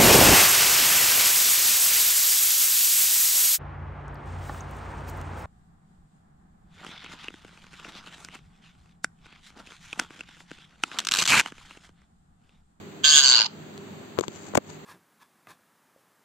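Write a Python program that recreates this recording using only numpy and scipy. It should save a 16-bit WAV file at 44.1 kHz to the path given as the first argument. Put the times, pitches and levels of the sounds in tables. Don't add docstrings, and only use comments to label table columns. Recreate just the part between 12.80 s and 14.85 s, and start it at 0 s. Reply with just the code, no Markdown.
import sys
import numpy as np
from scipy import signal
from scipy.fft import rfft, irfft, next_fast_len
from scipy.io import wavfile
from scipy.ndimage import map_coordinates

SR = 44100
rng = np.random.default_rng(int(sys.argv[2]) if len(sys.argv) > 2 else 0)


def file_out(sig):
    cols = np.atleast_2d(sig).T
    lim = np.clip(cols, -1, 1)
    pcm = np.round(lim * 32767).astype(np.int16)
    wavfile.write(sys.argv[1], SR, pcm)


def nominal_scale(level):
    x = np.asarray(level, float) / 20
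    return 10 ** x


N = 90404


def unit(x):
    return x / np.sqrt(np.mean(x ** 2) + 1e-20)


def along(points, hz):
    f, v = np.transpose(points)
    return np.interp(np.log(hz + 1), np.log(f + 1), v)


def wobble(rate_hz):
    knots = rng.standard_normal(int(N * rate_hz / SR) + 4)
    return map_coordinates(knots, [np.arange(N) * rate_hz / SR])


def filtered(x, response):
    m = next_fast_len(N + SR // 2)
    return irfft(rfft(x, m) * response(np.fft.rfftfreq(m, 1 / SR)), m)[..., :N]


def sides(pan_db):
    return nominal_scale([[min(pan_db, 0)], [-max(pan_db, 0)]])


# freq_hz, level_db [dB per Hz]
AIR_SPECTRUM = [(24, -80.5), (40, -52), (81, -12.5), (123, -10), (198, -5.5), (404, -7.5), (522, -15.5),
                (588, -14.5), (4500, -28), (5850, -53), (9900, -120)]
# freq_hz, level_db [dB per Hz]
AIR_TREBLE = [(4650, -26.5), (4850, -36.5), (5900, -30.5), (6400, -31), (16000, -25)]
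# freq_hz, likeness [-1 to 1]
PORT_LIKENESS = [(60, 0.58), (240, 0.69), (950, 0), (3770, 0), (15000, 0.087)]
# freq_hz, level_db [dB rms]
HUM_LINES = [(98, -62), (155, -54), (200, -51.5), (400, -54), (600, -68.5)]


def air_and_hum():
    t = np.arange(N) / SR

    def mid_side(hz):
        turn = np.arccos(np.clip(along(PORT_LIKENESS, hz), -1, 1)) / 2
        return nominal_scale(along(AIR_SPECTRUM[:-2] + AIR_TREBLE, hz)) * [np.cos(turn), np.sin(turn)]

    mid, side = filtered(rng.standard_normal((2, N)), mid_side)
    hum = 0
    for hz, db in HUM_LINES:
        level = nominal_scale(db - 1 + 4.2 * wobble(12.1))
        hum = hum + level * np.sin(2 * np.pi * hz * t + 0.22 * wobble(13))
    air = nominal_scale(-45 + 0.28 * wobble(4.2)) * unit(np.array([mid + side, mid - side]))
    return air + hum * nominal_scale([[-1.2], [1.2]])


# freq_hz, t60_s
ROOM_T60 = [(300, .25), (2000, .24), (8000, .2)]


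def room(x):
    hz, t, z = signal.stft(rng.standard_normal((2, SR // 2)), SR, nperseg=256)
    decay = nominal_scale(-60 * t / along(ROOM_T60, hz)[:, None])
    tail = signal.istft(z * decay, SR, nperseg=256)[1]
    delayed = np.pad(x, (200, 0))[None]
    return signal.fftconvolve(delayed, tail / np.linalg.norm(tail[0]), axes=1)[:, :N]


# peak_s, rise_s, fall_s, level_db, pan_db [left over right]
RUSTLES = [
    (1.396, .006, .002, -33, 14),
    (1.436, .012, .015, -38, 10),
    (1.75, .001, .0012, -25, 20),
    (1.76, .006, .005, -28, 18),
    (1.775, .0035, .001, -13, 18),
    (1.56, .06, .06, -46, 8),
    (1.68, .04, .03, -46, 8),
    (1.91, .05, .04, -46, 6),
]
# freq_hz, level_db [dB per Hz]
RASP_SPECTRUM = [(300, 4.5), (1500, 3), (4000, -5), (7000, 4), (16000, -24.5)]


def rustle():
    t = np.arange(N) / SR
    swell = 0
    for peak_s, rise_s, fall_s, db, pan_db in RUSTLES:
        away = np.maximum((peak_s - t) / rise_s, (t - peak_s) / fall_s)
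        swell = swell + nominal_scale(db) * sides(pan_db) * np.exp(-away ** 1.3)
    noise = unit(filtered(rng.standard_normal((2, N)), lambda hz: nominal_scale(along(RASP_SPECTRUM, hz))))
    grain = nominal_scale(3.85 * wobble(300))
    return swell * noise * grain


# start_s, crack_db, thud_db, thud_hz, pan_db [thud, left over right]
KNOCKS = [(.941, -42, -70, 400, 3), (.978, -29, -60, 400, 3), (1.3755, -46, -29, 900, 10),
          (1.3815, -42, -27, 900, 10), (1.3882, -6, 0, 420, 22), (1.3965, -18, -10, 400, 20),
          (1.4097, -9, -6, 380, 22), (1.428, -46, -30, 700, 12), (1.435, -42, -25, 800, 10),
          (1.438, -30, -15, 900, 20), (1.448, -48, -30, 700, 15), (1.4817, -15, -18, 350, 8),
          (1.7375, -42, -22, 500, 8), (1.7522, -9, -6, 900, 14), (1.7542, 0, -1, 650, 8),
          (1.7755, 2, 3, 560, 14), (1.776, -8, -5, 300, -4), (1.784, -60, -9, 500, 20)]


def knocks():
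    crack_t60_s, thud_cycles, case_lag_s = .0045, 6.5, .0012
    shell_hz, shell_db, shell_t60_s = 1104, -3, 0.0064
    out = np.zeros((2, N + SR))
    t = np.arange(SR // 20) / SR
    late = np.maximum(t - [[0], [case_lag_s]], 0)
    for start_s, crack_db, thud_db, thud_hz, pan_db in KNOCKS:
        hz = thud_hz * np.array([[1], [0.49 if pan_db > 0 else 1]])
        crack = nominal_scale(crack_db - 60 * t / crack_t60_s) * rng.standard_normal((2, len(t)))
        crack = crack * sides(min(12, abs(pan_db)))
        glide = 1 + 0.52 * np.exp(-late / 0.0023)
        decay = nominal_scale(thud_db + 3 - 60 * late * hz / thud_cycles)
        rise = 1 - np.exp(-late * hz / 0.21)
        thud = -np.sin(2 * np.pi * hz * late * glide) * decay * rise
        shell = np.sin(2 * np.pi * shell_hz * late) * nominal_scale(thud_db + shell_db - 60 * late / shell_t60_s)
        out[:, round(start_s * SR):][:, :len(t)] += crack + (thud - shell) * sides(pan_db)
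    return out[:, :N]


def around_head(x):
    taps = rng.standard_normal((2, 200)) * nominal_scale(-17.5 - 60 * np.arange(200) / SR / 0.013)
    taps[:, 0] = nominal_scale([-1.2, 0.8])
    return signal.fftconvolve(x, taps, axes=1)[:, :N]


# start_s, level_db, pitch_hz, beak_hz [resonance], bright_db, roughness [0-1]
SQUAWK = [
    (0.244, -19.5, 1652, 3300, -5.5, 0.15),
    (.295, -21.5, 1667, 4500, -3.5, 0.19),
    (0.326, -22.5, 1680, 3300, 0, 0.17),
    (0.383, -17.5, 1700, 3730, -1, .2),
    (.42, -24, 1657, 4000, -6.5, .2),
    (.44, -21, 1592, 4650, -6, .2),
    (0.497, -21, 1568, 4500, -1, .3),
    (.535, -19.5, 1528, 4400, -11, 0.28),
    (0.598, -20, 1523, 4860, -21, .4),
]


def squawk():
    t = np.arange(N) / SR
    start_s, *cols = np.transpose(SQUAWK)
    level_db, pitch, beak, bright_db, rough = [np.interp(t, start_s, c) for c in cols]

    end_s, croak_half_s = .661, .011
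    age = t - .2433
    slack = t > end_s - croak_half_s
    cycle = 150 * age - 80 * np.abs(age) ** 2.6 + 0.11 * rough * wobble(60)
    from_centre_s = (cycle - np.round(cycle)) / np.gradient(cycle) / SR
    open_s = .0056 - .0035 * age
    u = from_centre_s / open_s * 2
    u = np.where(slack, (t - end_s) / croak_half_s, u)
    swing = np.abs(np.cos(np.pi / 2 * np.clip(u, -1, 1)))
    leak = nominal_scale(-16 - 900 * np.maximum(t - end_s, 0))
    scatter_db = 3.5 * rough * wobble(150)
    croak_db = slack * (-7 + 5 * wobble(300))
    gate = swing * nominal_scale(scatter_db + croak_db) + leak

    arch = (.33 + .12 * rough) * np.minimum(u ** 2, 1.1) * np.where(slack, .3, 1)
    hz = pitch * np.where(slack, .68, 1) * (1 - arch + 0.0947 * rough * wobble(500))
    turn = 2 * np.pi * np.cumsum(hz) / SR

    def bump(f, centre_hz, width_hz):
        return 1 / (1 + ((f - centre_hz) / width_hz) ** 2) ** 2

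    def mouth(f, at):
        valley = nominal_scale(-7) * (bump(f, 3210, 1600) + 0.12 * bump(f, 1600, 400))
        upper = nominal_scale(bright_db[at]) * bump(f, 6850, 2900)
        return bump(f, beak[at], 880) + valley + upper

    def drift():
        return np.array([2 * rough * wobble(900) + wobble(25.5) for port in "LR"])

    first_level = nominal_scale(-6.5) * (swing ** 0.41 + leak / 2) * nominal_scale(-5 * slack) * (pitch / hz) ** 1.5
    port_phase = .7 * np.array([[1], [-1]]) + .35 * drift()
    smear = 2.5 * (rough + slack / 2) * wobble(350)
    first = first_level * np.sin(turn + port_phase + smear)
    overtones = sum(mouth(k * hz, ...) * np.sin(k * turn + drift()) for k in range(2, 9))

    f, s, z = signal.stft(rng.standard_normal((2, N)), SR, nperseg=128)
    at = np.minimum(s * SR, N - 1).astype(int)
    f = f[:, None]
    hiss = nominal_scale(-6 - 109 * np.maximum(s - .42, 0)) * (f > 9000)
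    shape = mouth(f, at) * (f > 600) * (f < 9000) + hiss
    breath = signal.istft(z * shape, SR, nperseg=128)[1][:, :N]
    breath = nominal_scale(-4) * 5 * np.sqrt(rough) * breath

    fade_db = 241 * np.maximum(t - .61, 0)
    onset_db = 3500 * np.maximum(SQUAWK[0][0] - t, 0)
    return nominal_scale(level_db + 8.0 - fade_db - onset_db) * (first + gate * (overtones + breath))


def scene():
    voice = squawk()
    bird = around_head(voice) + nominal_scale(-14) * room(voice.mean(0))
    return bird + knocks() + rustle() + air_and_hum()


# freq_hz, gain_db
PHONE_COLOUR = [(30, -14), (90, 1.5), (4700, 1.5), (5400, -6.5), (6300, 1.5), (7650, 4.5), (7850, -6),
                (8400, -3.5)]
# freq_hz, gain_db
PHONE_TREBLE = [(8400, 0.5), (8900, -32.5), (11400, -62), (11600, -9), (15750, -10.5), (16000, -23.5),
                (17000, -63)]


def phone_colour(x):
    return filtered(x, lambda hz: nominal_scale(along(PHONE_COLOUR, hz) + along(PHONE_TREBLE, hz)))


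def low_pass(x):
    return signal.sosfilt(signal.butter(12, 16810, fs=SR, output="sos"), x)


def record(dry):
    duck_db, duck_at_db, release_s, ceiling = 7, -28, .02, .88
    x = phone_colour(dry)
    keep = np.exp(-1 / (release_s * SR))
    power = signal.lfilter([1 - keep], [1, -keep], np.mean(x ** 2, 0))
    x = x * nominal_scale(-duck_db * power / (power + nominal_scale(2 * duck_at_db)))
    mix = x / (1 + (x / ceiling) ** 10) ** (1 / 10)
    return low_pass(mix)


dry = scene()
out = record(dry)
file_out(out)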